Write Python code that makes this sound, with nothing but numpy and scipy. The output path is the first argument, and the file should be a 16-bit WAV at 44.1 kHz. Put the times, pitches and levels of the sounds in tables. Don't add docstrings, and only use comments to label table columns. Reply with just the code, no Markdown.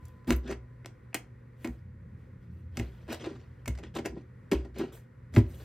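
import sys
import numpy as np
from scipy import signal
from scipy.fft import rfft, irfft, next_fast_len
from scipy.io import wavfile
from scipy.ndimage import uniform_filter1d, map_coordinates

SR = 44100
rng = np.random.default_rng(int(sys.argv[2]) if len(sys.argv) > 2 else 0)


def store_pcm(level_fs):
    pcm = np.round(np.clip(level_fs, -1, 1) * 32767).astype(np.int16)
    wavfile.write(sys.argv[1], SR, np.atleast_2d(pcm).T)


N = 248937
TIME = np.arange(N) / SR

# start in seconds, snap level in dB,
# treble lift in dB per octave, level of the pack's body in dB, buzz t60 in seconds.
EDGE_TICKS = [(.0526, -46, 6.5, -30, 0.021), (.0827, -46, 10, -32, .012), (.245, -52, -13, -29, 0.013),
              (.276, -37.5, 6, 6, 0.034), (.306, -10.5, -6.5, -8, 0.015), (.3235, -27.5, 4, -14, 0.033),
              (.3633, -34, 32, -25, .018), (.476, -42, -7.5, -4, 0.036), (.5095, -34.5, -6.5, -24, 0.048),
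              (.523, -36.5, -11.5, -18, 0.042), (.846, -41, -17.5, 11, 0.014),
              (.859, -26.5, -3.5, -18.5, 0.014), (1.1291, -46, -23, 9, 0.018), (1.144, -12, 4, 6.5, 0.028),
              (1.149, -28.5, -11.5, -9, 0.041), (1.154, -31, -6, 11, 0.018), (1.6451, -29, -3.5, 11, 0.027),
              (1.673, -33, -3.5, -5, 0.017), (2.7708, -24.5, -1.5, -3, 0.028),
              (2.7912, -30.5, -1, -8, 0.014), (2.7966, -24, -5.5, 1.5, 0.017),
              (3.079, -45.5, -11.5, -10, 0.015), (3.124, -34, 11, -8, 0.03), (3.134, -35, 3.5, -15, 0.019),
              (3.144, -29, -4, -21, 0.022), (3.222, -48.5, -8, -8, .02), (3.241, -40, -10.5, -16, 0.039),
              (3.258, -40, -10, -6, .043), (3.6578, -31, -0.5, 6, 0.022), (3.6779, -21.5, 2, -4, 0.029),
              (3.7505, -45.5, -7, -11, 0.032), (3.7745, -44, -8, -6, 0.032), (3.7849, -44, -8, -20, 0.042),
              (3.8361, -36, -12, -23, 0.017), (3.95, -40, -1, -3, .045), (3.968, -31, -1.5, -13, 0.031),
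              (3.9856, -35.5, -7, -5, .045), (4.0571, -25.5, -1.5, -6, .035),
              (4.5142, -25.5, -2, -4, 0.051), (4.5192, -21, -15, 13.5, 0.019), (4.533, -34, 1, -7, .031),
              (4.646, -59.5, -7, -10, 0.061), (4.757, -52, -2, 14, .03), (4.784, -35.5, 6.5, -3, 0.028),
              (5.3387, -36.5, -3.5, -5, 0.025), (5.3487, -34.5, 0, -25, 0.032), (5.362, -23, -14, -1, 0.04),
              (5.372, -38, 7, -6, 0.021), (5.381, -32.5, 0.5, -17, 0.031), (5.39, -42, 5, -9, 0.023)]
# start in seconds, knock level in dB,
# sharpness in dB (upper modes against the knock), rise in seconds.
PACK_THUDS = [(.28, -18, -14.5, .003), (.305, -24, 7, 0.0027), (0.321, -36, 2, .002),
              (.446, -31, -8, 0.0055), (.487, -35, 0, 0.0046), (.51, -33.5, 4.5, 0.0049),
              (.848, -62, 13, 0.0009), (.859, -60.5, 12.5, 0.00093), (1.148, -45.5, 15, 0.0015),
              (1.651, -32, 3.5, 0.0027), (1.675, -27.5, -8.5, 0.0034), (1.692, -38, -26, .0038),
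              (2.776, -28.5, -8, 0.0022), (2.798, -31.5, 2.5, .003), (3.085, -38, 6, 0.0022),
              (3.104, -35, -3, 0.0069), (3.264, -38.5, 12, 0.0042), (3.309, -35.5, 2, 0.0048),
              (3.676, -26, -7, 0.0024), (3.795, -45.5, 4, 0.002), (3.835, -48.5, 8, 0.0032),
              (3.961, -29.5, 1, 0.0058), (3.988, -27.5, -0.5, 0.0029), (4.058, -41, 17.5, 0.0017),
              (4.122, -36.5, -0.5, 0.006), (4.165, -40, 5.5, .0036), (4.521, -22, 2.5, 0.0032),
              (4.53, -24.5, 0.5, 0.0044), (4.65, -43, 9.5, 0.0052), (4.761, -37.5, 6.5, 0.0043),
              (4.803, -26, 8, 0.008), (4.835, -37.5, 6, 0.003), (5.344, -24, -20.5, 0.0091),
              (5.368, -12.5, -5.5, 0.0036), (5.377, -18, -3.5, .004), (5.392, -31, -9, .0022)]
# start in seconds, lowest modes in dB,
# second modes in dB, rise in seconds.
TOP_BUMPS = [(0.289, -35, -31.5, 0.0053), (.324, -24.5, -38, 0.0086), (0.472, -51, -65, .02),
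             (1.689, -35.5, -44, 0.0096), (2.795, -35, -26, .008), (3.683, -30.5, -25.5, 0.013),
             (4.091, -39.5, -46, 0.017), (4.547, -29.5, -57, 0.006), (5.3705, -28, -7.5, .012),
             (5.42, -43.5, -23, 0.011)]
# touch in seconds, climb to the peak in seconds, swell in dB, initial fade in
# seconds per 20 dB, scrape peak in dB, then against it fine hiss in dB and the board's shiver in dB.
CARD_SLIDES = [(.0, 0.053, -5, 0.34, -70.5, -8, -1.5), (0.27, 0.038, 12, 0.0583, -36, -10, 8.5),
               (0.426, 0.083, 22, 0.0158, -42.5, -28, 11), (1.15, .012, 3.5, 0.05, -51, -4.5, 8),
               (1.561, .08, 19, -0.24, -60, -4.5, -5), (1.643, 0.011, 0, 0.03, -47, -15, 9.5),
               (2.15, 0.046, 22, 0.3, -76, -11, 6), (2.405, 0.027, 6, 0.23, -76, -13, 14),
               (2.5, 0.093, 6, -0.2, -75, -8, 10), (2.709, 0.049, 16, -1.4, -62.5, -14.5, 1),
               (2.775, 0.023, 2, -0.1, -56.5, -10, 13), (3.077, 0.027, 12.5, 0.13, -45, -20.5, 4.5),
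               (3.111, 0.026, 6, 0.0482, -40, -19, -14), (3.195, 0.065, 7, 0.07, -48, -35, 6),
               (3.285, 0.06, 2, 0.14, -57, -35, 6), (3.685, 0.011, 6, 0.16, -67, -10.5, 14),
               (3.827, 0.0048, 15, 0.08, -50, -41, 0), (3.938, 0.02, 16, 0.0668, -40, -26.5, -10),
               (4.043, .012, 9, 0.0562, -41, -19, 4), (4.14, 0.043, 8, 0.1, -61.5, -42, 19.5),
               (4.515, 0.0154, 6.5, 0.0341, -36.5, -15, 19.5), (4.54, .02, 3, 0.21, -55.5, -26, 10),
               (4.739, 0.054, 16.5, 0.17, -44.5, -23, 7), (4.79, .025, 9, 0.01, -53.5, -20, 24.5),
               (4.92, 0.032, 2.5, 0.13, -58, -1.5, -15), (5.32, 0.047, 20, -0.06, -48, -7, 9),
               (5.379, 0.0089, -1, .035, -52.5, -18, 30.5), (5.47, .04, 11, .4, -71.5, 3.5, 15),
               (5.4, .24, 11.5, -4, -57, -10, -4)]

# frequency in Hz, level in dB, t60 in seconds.
KNOCK_MODES = [(154.7, -13.5, 0.25), (188, -11.5, .12), (241.8, -0.5, 0.11)]
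HIGH_KNOCK_MODES = [(282.6, -9.5, 0.081), (317.4, 0, .11), (352.4, -7.5, 0.072), (378.6, -4, 0.097)]
UPPER_MODES = [(479.2, -1, .1), (563.6, 1.5, 0.064), (677, 1.5, 0.049), (787.3, -3.5, 0.064),
               (930, -8.5, 0.074), (1009, -5, 0.06), (1393, -10.5, 0.078), (1897, -11.5, 0.081)]
# frequency in Hz, level in dB, t60 in seconds.
LOWEST_MODES = [(62.5, 0, .7), (66, -2, .6)]
SECOND_MODES = [(108.4, 7, .12), (83.6, -14.5, 0.088)]
# frequency in Hz, width in Hz, level in dB.
PACK_BODY = [(1640, 1100, -5), (2110, 500, 5.5), (2580, 620, -7)]

# frequency in Hz, relative spectral level in dB.
SNAP_COLOUR = [(300, -30.5), (600, 2.5), (1200, -2.5), (2500, -2.5), (3500, -4.5), (5000, -2), (8000, -0.5),
               (9700, -8.5), (12500, -5), (15500, -12.5), (16400, -36.5)]
SCRAPE_COLOUR = [(260, -40), (450, 2.5), (791, -8), (1210, -11.5), (1460, -10.5), (2030, -13.5),
                 (2570, -11.5), (5730, -22), (9000, -32.5), (11700, -63.5), (19800, -120)]
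HISS_COLOUR = [(3500, -40), (6000, -12), (9000, -7.5), (10500, -16.5), (11800, -2.5), (13000, -11.5),
               (15200, -8.5), (16000, -13.5), (16400, -30)]
AIR_COLOUR = [(20, -33), (30, -32.5), (52, -9), (90, -16), (125, -9.5), (150, -19), (185, -20.5),
              (240, -25), (520, -29), (685, -43.5), (1000, -36.5), (2100, -40), (2900, -54.5), (5000, -60),
              (12000, -65), (15500, -67.5), (16400, -68.5)]

# frequency in Hz, width in Hz, lift in dB.
DUCT_LIFTS = [(514, 56, 6), (985, 60, 1.5), (1450, 47, 5), (1890, 140, 6)]
# frequency in Hz, width of its noise part in Hz, rms level in dB.
MOTOR_HUM = [(120.8, 59, -52.5), (240.7, 6.1, -68), (62, 13.3, -69)]
# time in seconds, low note in dB rms, drone in dB rms.
RUMBLE_LEVELS = [(0, -47.5, -62), (.4, -67, -71), (1.5, -68.5, -67.5), (1.8, -52.5, -61.5),
                 (2.17, -45.5, -52), (2.4, -57, -58.5), (2.55, -46.5, -50.5), (2.72, -43.5, -61),
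                 (2.9, -54, -57), (3.4, -52.5, -66.5), (4.0, -51, -52.5), (4.3, -67, -60.5),
                 (5.2, -59.5, -66), (5.48, -37.5, -58), (5.64, -56, -63)]
# frequency in Hz, left-right likeness (1 is identical).
AIR_ALIKE = [(60, 1), (150, 0.99), (380, 0.55), (950, 0.17), (2380, 1), (5980, 0.5), (15000, 0.15)]
ROOM_LIKENESS = [(200, 0.97), (400, 1), (650, 0.075), (1200, 0.16), (2000, 0.99), (4000, 0.2), (8000, .15)]
# frequency in Hz, t60 in seconds.
ROOM_DECAY = [(100, 0.12), (500, 0.33), (2000, 0.2), (6000, 0.2), (14000, 0.12)]
# frequency in Hz, phase lead of the left in radians, left-right balance in dB.
MIC_PORTS = [(90, 0, 0), (250, .03, -.4), (600, .55, 1.8), (950, -.55, .2), (1500, .15, .2), (3600, .4, .4),
             (4600, -.3, .4), (6000, -1.35, 0), (12000, -1.5, 0), (15500, -1.7, 0)]

BUZZ_DB, BUZZ_LAGS, BUZZ_PER_S = -20, .2, 150
UPPER_UNDER_DB, UPPER_GROWS, SLOW_DULLS_DB = -11.5, 0.89, 1
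TOUCH_S = 0.0059
BRAKE = 0.66
HISS_STEEP, SHIVER_STEEP = 1.3, 1.5
SCRAPE_CRACKLE, HISS_CRACKLE = 2.2, .5
FAN_DB, FAN_SWAY_DB = -55, 1.2
LOW_NOTE, DRONE = (84, 16), (174.3, 82)
RING_HZ, RING_DB, RING_T60_S = 1010, -63, 4.5
BASS_HZ, TOP_HZ = 37.5, 16850


def amp(db):
    return 10 ** (np.asarray(db) / 20)


def unit(x):
    return x / np.sqrt(np.mean(x ** 2) + 1e-20)


def along(points, hz):
    f, v = np.transpose(points)
    return np.interp(np.log(hz + 1), np.log(f + 1), v)


def wobble(rate):
    knots = rng.standard_normal(int(N * rate / SR) + 4)
    return map_coordinates(knots, [TIME * rate])


def filtered(x, response):
    m = next_fast_len(x.shape[-1] + 8192)
    hz = np.fft.rfftfreq(m, 1 / SR)
    return irfft(rfft(x, m) * response(hz), m)[..., :x.shape[-1]]


def resonance(f, hz, width_hz):
    return 1 / (1 + (2 * (f - hz) / width_hz) ** 2)


def band(hz, width_hz):
    return unit(filtered(rng.standard_normal(N), lambda f: resonance(f, hz, width_hz)))


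def spread(pair, alike):
    def mix(hz):
        turn = np.arccos(np.clip(along(alike, hz), -1, 1)) / 2
        return np.array([np.cos(turn), np.sin(turn)])
    mid, side = filtered(pair, mix)
    return np.array([mid + side, mid - side])


def causal_colour(magnitude):
    ceps = irfft(np.log(magnitude))
    ceps[1:512] *= 2
    ceps[513:] = 0
    return irfft(np.exp(rfft(ceps)))


def ticks():
    out, t = np.zeros(N + SR), np.arange(SR // 8) / SR
    hz = np.fft.rfftfreq(1024, 1 / SR)
    pack = sum(amp(db) * resonance(hz, centre, width) for centre, width, db in PACK_BODY)
    octaves = np.clip(np.log2((hz + 300) / 5000), -.8, 1.6)
    for s, db, lift_db, body_db, t60 in EDGE_TICKS:
        snap = amp(along(SNAP_COLOUR, hz) + lift_db * octaves)
        colour = causal_colour(snap + amp(body_db) * pack + 1e-6)
        buzz_db = BUZZ_DB - BUZZ_LAGS * db + BUZZ_PER_S * t60
        touch = 0.0049 * amp(buzz_db)
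        decay = amp(buzz_db - 60 * t / abs(t60))
        burst = decay * (1 - np.exp(-t / touch)) * rng.standard_normal(len(t))
        burst[round(.6 * touch * SR)] = 1
        tick = signal.fftconvolve(burst, colour / np.abs(colour).max())[:len(t)]
        out[round(s * SR):][:len(t)] += amp(db) * tick
    return out[:N]


def ring(blows):
    out, t = np.zeros(N + SR), np.arange(SR // 2) / SR
    for s, rise, groups in blows:
        onset = 1 - np.exp(-t / max(rise, 3e-4))
        for modes, db in groups:
            for hz, level_db, t60 in modes:
                start = rng.uniform(-1.05, 1) * min(hz / 250, 2.5)
                decay = amp(db + level_db + rng.normal(0, 1.77) - 60 * t / t60)
                swing = decay * np.sin(2 * np.pi * hz * t + start)
                out[round(s * SR):][:len(t)] += swing * onset
    return out[:N]


def thuds():
    blows = []
    for s, db, sharp_db, rise in PACK_THUDS:
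        dull_db = SLOW_DULLS_DB * (1000 * rise - 3)
        upper_db = db + UPPER_UNDER_DB + UPPER_GROWS * sharp_db - dull_db
        groups = [(KNOCK_MODES, db), (HIGH_KNOCK_MODES, db + sharp_db), (UPPER_MODES, upper_db)]
        blows.append((s, rise, groups))
    return ring(blows)


def bumps():
    return ring([(s, rise, [(LOWEST_MODES, low_db), (SECOND_MODES, second_db)])
                 for s, low_db, second_db, rise in TOP_BUMPS])


def patchy(colour, patchy_db, crackle):
    catches = (rng.random(N) < 500 / SR) * rng.exponential(crackle, N)
    z = signal.stft(rng.standard_normal(N) * (1 + catches), nperseg=256)[2]
    field = uniform_filter1d(rng.standard_normal(z.shape), 3, 0)
    field = uniform_filter1d(field, 6, 1)
    noise = signal.istft(z * amp(patchy_db * unit(field)), nperseg=256)[1][:N]
    return unit(filtered(noise, lambda hz: amp(along(colour, hz))))


def slides():
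    scrape, hiss, shiver = np.zeros((3, N))
    for s, climb, swell_db, fade, db, hiss_db, shiver_db in CARD_SLIDES:
        climb, fade = abs(climb), abs(fade)
        late = TIME - s - climb
        climb_db = abs(swell_db) * late / climb
        fade_db = -20 * late / fade * (1 + BRAKE * late / fade)
        under_db = np.where(late < 0, climb_db, fade_db)
        stroke = amp(db) * np.clip((TIME - s) / TOUCH_S, 0, 1)
        scrape += stroke * amp(under_db)
        hiss += stroke * amp(hiss_db + HISS_STEEP * under_db)
        shiver += stroke * amp(shiver_db + SHIVER_STEEP * under_db)
    grit = unit(amp(2.0 * wobble(64) + 1.5 * wobble(600)))
    board = unit(sum(amp(db) * band(hz, 2.77 / t60) for hz, db, t60 in KNOCK_MODES + HIGH_KNOCK_MODES))
    rubbing = grit * scrape * patchy(SCRAPE_COLOUR, patchy_db=3.5, crackle=SCRAPE_CRACKLE)
    fine = hiss * patchy(HISS_COLOUR, patchy_db=3.0, crackle=HISS_CRACKLE)
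    return rubbing + fine + shiver * board


def room(x):
    noise = spread(rng.standard_normal((2, SR // 2)), ROOM_LIKENESS)
    hz, t, z = signal.stft(noise, SR, nperseg=256)
    decay = amp(-60 * t / along(ROOM_DECAY, hz)[:, None])
    tail = signal.istft(z * decay, SR, nperseg=256)[1]
    delayed = np.pad(x, (150, 0))
    return signal.fftconvolve(delayed[None], tail / np.linalg.norm(tail[0]), axes=1)[:, :N]


def fan_air():
    def colour(f):
        lifts_db = sum(db * resonance(f, hz, width) for hz, width, db in DUCT_LIFTS)
        return amp(along(AIR_COLOUR, f) + lifts_db)
    air = spread(filtered(rng.standard_normal((2, N)), colour), AIR_ALIKE)
    return amp(FAN_DB + FAN_SWAY_DB * wobble(3.1)) * unit(air)


def fan_hum():
    return sum(amp(db) * (1.3 * np.sin(2 * np.pi * hz * TIME) + 0.38 * band(hz, width))
               for hz, width, db in MOTOR_HUM)


def rumble():
    s, low_db, drone_db = np.transpose(RUMBLE_LEVELS)
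    low = amp(np.interp(TIME, s, low_db)) * band(*LOW_NOTE)
    return low + amp(np.interp(TIME, s, drone_db)) * band(*DRONE)


def faint_ring():
    tone = np.sin(2 * np.pi * RING_HZ * TIME) + 0.17 * band(RING_HZ, 30)
    return amp(RING_DB - 60 * TIME / RING_T60_S) * tone


def scene():
    table = ticks() + thuds() + slides()
    background = fan_air() + fan_hum() + rumble() + faint_ring()
    return table + bumps() + amp(-10.5) * room(table) + background


def record(dry):
    hz, lead, balance_db = np.transpose(MIC_PORTS)
    half = np.array([[.5], [-.5]])

    def response(f):
        phase = np.exp(1j * half * np.interp(f, hz, lead))
        level = amp(half * np.interp(f, hz, balance_db))
        bass_fade = 1 / np.sqrt(1 + (BASS_HZ / (f + 1)) ** 4)
        return phase * level * (f < TOP_HZ) * bass_fade
    return filtered(dry, response)


dry = scene()
out = record(dry)
store_pcm(out)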